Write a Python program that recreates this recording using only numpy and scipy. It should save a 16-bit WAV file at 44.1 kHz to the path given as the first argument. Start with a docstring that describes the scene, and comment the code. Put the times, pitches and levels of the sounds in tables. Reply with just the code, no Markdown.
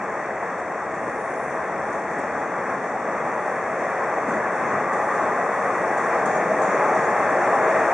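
"""A growing roar of wheels on rails: an electric locomotive hauls its coaches closer over pointwork.
Rough treads shake rails, wheels and bogies; the drive whines; the town rumbles low.
Wheels knock over joints and a flange sings thinly, both echoed by a road bridge's deck.
Faint high whistles glide; later the treads scrub through a curve.
The camcorder adds its own faint whistle and ticks, and notches the treble."""
import sys
import numpy as np
from scipy import signal
from scipy.fft import rfft, irfft, next_fast_len
from scipy.io import wavfile
from scipy.ndimage import uniform_filter1d, map_coordinates

SR = 44100
rng = np.random.default_rng(int(sys.argv[2]) if len(sys.argv) > 2 else 0)


def generate_wav(signal):
    """Clip the signal to [-1, 1] and save it as 16-bit WAV at the path in sys.argv[1]."""
    frames = np.transpose(np.atleast_2d(signal))
    scaled = np.clip(frames, -1, 1) * 32767
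    pcm = np.round(scaled).astype(np.int16)
    wavfile.write(sys.argv[1], SR, pcm)


N = 349933
TIME = np.arange(N) / SR

# wheel-rail contact hiss spectrum: f/Hz, level/dB
HISS_SPECTRUM = [(2200, -39), (3400, -0.5), (4500, -6.5), (5600, 3.5), (6500, 3), (7500, -2), (9000, -8.5),
                 (11000, -35)]
# top-octave sizzle spectrum: f/Hz, level/dB
SIZZLE_SPECTRUM = [(5500, -20), (7500, 4.5), (8700, 3), (10000, -0.5), (10800, -6.5), (11200, -19)]


def amp(db):
    """Decibels to gain."""
    return 10 ** (np.asarray(db) / 20)


def unit(x):
    """x at rms 1."""
    return x / np.sqrt(np.mean(x ** 2) + 1e-20)


def along(points, hz):
    """Interpolate (f/Hz, value) points on a log axis."""
    f, v = np.transpose(points)
    return np.interp(np.log(hz + 1), np.log(f + 1), v)


def wobble(rate_hz):
    """Smooth random curve, rate_hz knots a second."""
    return map_coordinates(rng.standard_normal(int(N * rate_hz / SR) + 4), [TIME * rate_hz])


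def step(start_s, rise_s):
    """Ramp from 0 to 1, then hold."""
    return np.clip((TIME - start_s) / rise_s, 0, 1)


def swell(start_s, length_s):
    """Rounded envelope, peak 1."""
    return np.sqrt(np.abs(np.sin(np.pi * step(start_s, length_s))))


def swells(rows):
    """Summed gain of swells: t/s, length/s, level/dB."""
    return sum(amp(db) * swell(t, length) for t, length, db in rows)


def blow(start_s, attack_s, t60_s):
    """Impact envelope: fast rise, exponential decay."""
    age_s = np.maximum(TIME - start_s, 0)
    return (1 - np.exp(-age_s / attack_s)) * amp(-60 * np.minimum(age_s / t60_s, 2))


def approach(db, power, start_m=87.5, speed_m_per_s=5.1):
    """Gain of db at start_m, growing as 1 / distance ** power."""
    distance_m = np.maximum(start_m - speed_m_per_s * TIME, 1)
    return amp(db) * (start_m / distance_m) ** power


def filtered(x, response):
    """Apply a frequency response to x."""
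    size = next_fast_len(N + SR // 4)
    return irfft(rfft(x, size) * response(np.fft.rfftfreq(size, 1 / SR)), size)[..., :N]


def spread(pair, response):
    """Two independent noises to coloured stereo of rms 1, alike in the bass."""
    # left-right likeness: f/Hz, correlation
    likeness = [(30, .85), (60, .95), (130, .98), (270, .988), (560, .985), (1180, .96), (2490, .9),
                (3600, .65), (5240, .32), (7000, .15), (11000, .05)]

    def mid_side(hz):
        angle = np.arccos(np.clip(along(likeness, hz), -1, 1)) / 2
        return response(hz) * np.array([np.cos(angle), np.sin(angle)])

    mid, side = filtered(pair, mid_side)
    return unit(np.array([mid + side, mid - side]))


def colour(spectrum):
    """Response of a spectrum, with steep skirts beyond its ends."""
    low_hz, high_hz = spectrum[0][0], spectrum[-1][0]
    skirts = lambda hz: np.minimum(hz / low_hz, 1) ** 2 / np.maximum(hz / high_hz, 1) ** 6
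    return lambda hz: amp(along(spectrum, hz)) * skirts(hz)


def rush(spectrum, patchy_db):
    """Stereo noise of rms 1 with time-frequency patches of random gain."""
    bins = signal.stft(rng.standard_normal((2, N)), nperseg=512)[2]
    patches = uniform_filter1d(rng.standard_normal(bins.shape[1:]), size=5, axis=0)
    patches = unit(uniform_filter1d(patches, size=14, axis=1))
    pair = signal.istft(bins * amp(patchy_db * patches), nperseg=512)[1][:, :N]
    return spread(pair, colour(spectrum))


def fuzzy_tone(hz, width_hz):
    """Narrow noise band of rms 1 around a pitch."""
    phase = 2 * np.pi * np.cumsum(hz * np.ones(N)) / SR
    return unit(wobble(width_hz) * np.cos(phase) + wobble(width_hz) * np.sin(phase))


def rolling():
    """Rough treads shake rails, wheels and car bodies, harder over pointwork; contact patches hiss."""
    # rail, wheel and car-body spectra: f/Hz, level/dB
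    rail_spectrum = [(150, -33.5), (300, -10), (440, -2.5), (640, 0.5), (840, -1.5), (900, -10),
                     (1200, -10), (2000, -42)]
    wheel_spectrum = [(600, -36.5), (900, -3), (1100, 1), (1260, -3), (1430, -5.5), (1700, -3), (1900, -4),
                      (2100, -9.5), (2500, -17), (2800, -29), (3500, -38), (5000, -51)]
    body_spectrum = [(20, -42), (45, -29.5), (64, -35), (95, -11.5), (125, -7), (190, 1.5), (270, -1),
                     (360, -2.5), (600, -38.5)]
    # stretches of pointwork: t/s, length/s, extra rumble/dB
    pointwork = [(1.85, 1.34, 1.5), (4.22, 0.2, 2), (4.6, .25, 4.2), (5.152, .25, 1), (6.22, 1, 2)]
    wheel_load = wobble(8.3)
    shake_db = sum(db * swell(t, length) for t, length, db in pointwork)
    curve_db = 0.53 * step(4.15, rise_s=0.27)  # wheels ring louder in the curve
    bright_db = 4.5 * step(4.92, rise_s=0.015)
    rail_db = -32 + 0.15 * shake_db + 0.21 * wheel_load
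    rail = approach(rail_db, power=1.81) * rush(rail_spectrum, patchy_db=0.85)
    wheel_db = -32 + curve_db + 0.5 * wheel_load
    wheel = approach(wheel_db, power=1.45) * rush(wheel_spectrum, patchy_db=0.46)
    rumble_db = -41.5 + shake_db + 0.54 * wobble(9)
    rumble = approach(rumble_db, power=1) * rush(body_spectrum, patchy_db=0.03)
    hiss_db = -56.5 + 0.21 * shake_db + 0.23 * bright_db + 0.47 * wheel_load
    hiss = approach(hiss_db, power=1.42) * rush(HISS_SPECTRUM, patchy_db=0.95)
    sizzle_db = -67.5 + bright_db + 0.5 * wobble(28)
    sizzle = approach(sizzle_db, power=1.23) * rush(SIZZLE_SPECTRUM, patchy_db=-2)
    return rail + wheel + rumble + hiss + sizzle


def bogies():
    """Roughness drives low resonances, each swelling by itself; at times one rings out."""
    # bogie and track modes: f/Hz, width/Hz, level/dB
    modes = [(366.7, 40, -6.5), (453.7, 51, -1), (546, 35, -3.5), (646.6, 90, 0.5), (762.4, 68, -2),
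             (844.5, 29, -4)]
    # modes ringing out: t/s, length/s, f/Hz, level/dB
    ring_outs = [(1.298, .65, 650, -35.5), (6.1, .6, 627, -29.5), (6.68, 0.52, 750, -34),
                 (6.66, 0.7, 848, -30.5), (7.15, 0.96, 634.4, -31), (7.3, .55, 447, -32.5),
                 (7.35, 0.31, 795, -32)]
    drone = np.zeros((2, N))
    for hz, width, db in modes:
        mode = lambda f: (1j * f * width / (hz * hz - f * f + 1j * f * width)) ** 2
        drone += amp(db + 0.8 * wobble(2.48)) * spread(rng.standard_normal((2, N)), mode)
    points_db = 2 * step(5.9, rise_s=0.5)  # harder on the nearest points
    rings = sum(amp(db) * swell(t, length) * fuzzy_tone(hz, width_hz=19)
                for t, length, hz, db in ring_outs)
    return approach(-36.5 + points_db, power=1.16) * unit(drone) + rings


def drive():
    """The traction drive whines over a gear tone and a deep hum that swells once."""
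    turn_db = -8 * step(6, rise_s=0.65)  # the whine dies back as the locomotive turns
    whine_db = -51.5 + turn_db + 1.3 * wobble(1.4)
    whine = approach(whine_db, power=2.3) * fuzzy_tone(hz=1940, width_hz=30)
    gear = approach(-45.5 + 1.5 * wobble(2.1), power=1.2) * fuzzy_tone(hz=844, width_hz=29)
    hum = amp(-62.5 + 5.5 * swell(0.94, length_s=1.7)) * fuzzy_tone(hz=75.4, width_hz=37)
    return whine + gear + hum


def town():
    """Steady low rumble of the town around the tracks."""
    spectrum = [(20, -7.5), (45, -10.5), (80, 0.5), (200, -4), (1000, -15)]  # f/Hz, level/dB
    return amp(-61.5) * rush(spectrum, patchy_db=-0.5)


def camcorder(field_hz=50):
    """The electronics whistle on two close tones; the mechanism ticks once a picture field."""
    tone = lambda hz: np.sqrt(2) * np.sin(2 * np.pi * hz * TIME + 0.5 * wobble(8))
    whistle = amp(-72.5) * (tone(hz=7800) + tone(hz=7825))
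    field_phase = TIME * field_hz % 1
    ticks = amp(-64) * unit(np.exp(-field_phase / 0.13) * rush(HISS_SPECTRUM, patchy_db=-3))
    return whistle + ticks


def joints():
    """A wheel drops into a gap: dull thud, sharp crack, longer bright clink."""
    # wheels on joints and frogs: t/s, clink/dB, thud/dB, crack/dB
    hits = [(.583, -56, -37, -54.5), (.94, -54.5, -45, -64), (1.065, -61, -27.5, -67),
            (1.924, -51, -27, -66), (2.108, -53, -39, -54), (2.18, -58, -26.5, -62), (2.39, -61, -32, -68),
            (3.25, -58.5, -28, -68), (4.27, -60, -23.5, -68), (4.283, -50, -33.5, -53),
            (4.335, -58, -24, -66), (4.928, -49, -44, -45), (5.138, -51, -36, -57), (5.21, -60, -26, -68),
            (5.973, -46, -37, -53), (6.257, -43, -21, -40), (6.615, -45, -35, -49), (6.79, -59, -30, -61),
            (6.948, -49, -35, -47), (7.498, -55, -36, -50), (7.79, -56, -35, -50)]
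    # impact spectra: f/Hz, level/dB
    clink_spectrum = [(2000, -22), (3500, -1.5), (5000, -6.5), (6800, 6.5), (8800, -3), (11000, -16)]
    thud_spectrum = [(50, -31), (130, -14), (200, 4), (400, 5), (650, 5.5), (1200, -0.5), (2200, -15),
                     (3200, -33)]
    crack_spectrum = [(3000, -17), (5200, -7), (6700, 1), (8300, 1), (9500, -6), (11000, -13)]
    clink = sum(amp(db) * blow(t, attack_s=0.002, t60_s=0.38) for t, db, _, _ in hits)
    thud = sum(amp(db) * blow(t, attack_s=0.0034, t60_s=0.26) for t, _, db, _ in hits)
    crack = sum(amp(db) * blow(t, attack_s=0.0006, t60_s=0.056) for t, _, _, db in hits)
    noise = lambda spectrum: spread(rng.standard_normal((2, N)), colour(spectrum))
    return clink * noise(clink_spectrum) + thud * noise(thud_spectrum) + crack * noise(crack_spectrum)


def bridge(x):
    """The concrete deck answers 20 ms late; its treble dies first."""
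    # reverberation under the deck: f/Hz, t60/s
    decay = [(200, 0.58), (2000, .5), (9000, 0.29)]
    hz, t, bins = signal.stft(rng.standard_normal((2, SR // 2)), SR, nperseg=256)
    tail = signal.istft(bins * amp(-60 * t / along(decay, hz)[:, None]), SR, nperseg=256)[1]
    late = np.pad(x, ((0, 0), (SR // 50, 0)))
    return signal.fftconvolve(late, tail / np.linalg.norm(tail[0]), axes=1)[:, :N]


def whistles():
    """Faint, broken high whistles rise and sag over thin scraping and two short chirps."""
    # high scrapes: t/s, length/s, level/dB
    scrapes = [(.92, 0.81, -61), (1.8, 0.27, -65), (2.55, .25, -66), (3.2, 1.2, -65), (4.47, .22, -60.5)]
    # gliding whistles: t/s, length/s, start f/Hz, top f/Hz, end level/dB
    glides = [(1.0, .66, 8400, 9800, -67), (1.76, .24, 8100, 8900, -71), (3.25, .42, 8900, 9350, -70)]
    # high chirps: t/s, length/s, f/Hz, level/dB
    chirps = [(2.18, 0.024, 8230, -53), (3.902, .012, 10100, -60.5)]
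    out = swells(scrapes) * rush(SIZZLE_SPECTRUM, patchy_db=-1)
    for t, length, start_hz, top_hz, end_db in glides:
        progress = step(t, length)
        arch = np.interp(progress, [0, 0.57, 1], [0, 1, 0.55])
        hz = start_hz + (top_hz - start_hz) * arch + 35 * wobble(30)
        level_db = end_db + 6 * (1 - progress) + 2.2 * wobble(32)
        out += amp(level_db) * swell(t, length) * fuzzy_tone(hz, width_hz=330)
    for t, length, hz, db in chirps:
        out += amp(db) * swell(t, length) * fuzzy_tone(hz, width_hz=1700)
    return out


def flange():
    """A flange rubs the rail; a high wheel mode sings in short bursts."""
    # squeals: t/s, length/s, f/Hz, level/dB
    squeals = [(1.5, .05, 6020, -56), (6.29, .14, 6670, -50.5), (6.61, 0.16, 6680, -49.5),
               (6.96, 0.18, 6700, -53)]
    stereo_tone = lambda hz: np.array([fuzzy_tone(hz, width_hz=180) for ear in range(2)])
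    return sum(amp(db) * swell(t, length) * stereo_tone(hz) for t, length, hz, db in squeals)


def scrub():
    """Treads slip sideways in the curve and excite one broad wheel resonance."""
    # tread slips: t/s, length/s, level/dB
    slips = [(4.25, 1.25, -34.5), (4.8, 1.6, -37), (6.75, .4, -30.5), (7.4, .4, -34)]
    resonance = [(850, -13), (1020, -4), (1130, -4.5), (1220, -1), (1380, -22.5)]  # f/Hz, level/dB
    return swells(slips) * rush(resonance, patchy_db=0.5)


def scene():
    """Train, town and thin high tones; only knocks and squeals echo off the bridge."""
    contacts = joints() + flange()
    train = rolling() + bogies() + scrub() + drive() + contacts + amp(-19.5) * bridge(contacts)
    return train + town() + whistles() + camcorder()


def record(dry, lag_samples=0.79, top_hz=11300):
    """Left side louder and slightly late; the camcorder cuts three notches; no treble above top_hz."""
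    # channel balance: f/Hz, left minus right/dB
    balance = [(60, 1.5), (110, 1.5), (190, 1.4), (340, 1.9), (610, 0.96), (1090, 2.4), (1940, 1.1),
               (3460, 0.5), (6180, 4.7), (11000, 6.1)]
    # camcorder notches: f/Hz, width/Hz, depth/dB
    notches = [(3023, 117, 15), (4016, 172, 17.5), (5030, 200, 19.5)]
    side = np.array([[0.5], [-0.5]])

    def response(f):
        lean = amp(side * along(balance, f))
        lag = np.exp(-2j * np.pi * f * side * lag_samples / SR)
        cut_db = sum(db * np.exp(-((f - hz) / width) ** 2) for hz, width, db in notches)
        return lean * lag * amp(-cut_db) * (f < top_hz)

    return filtered(dry, response)


dry = scene()
out = record(dry)
generate_wav(out)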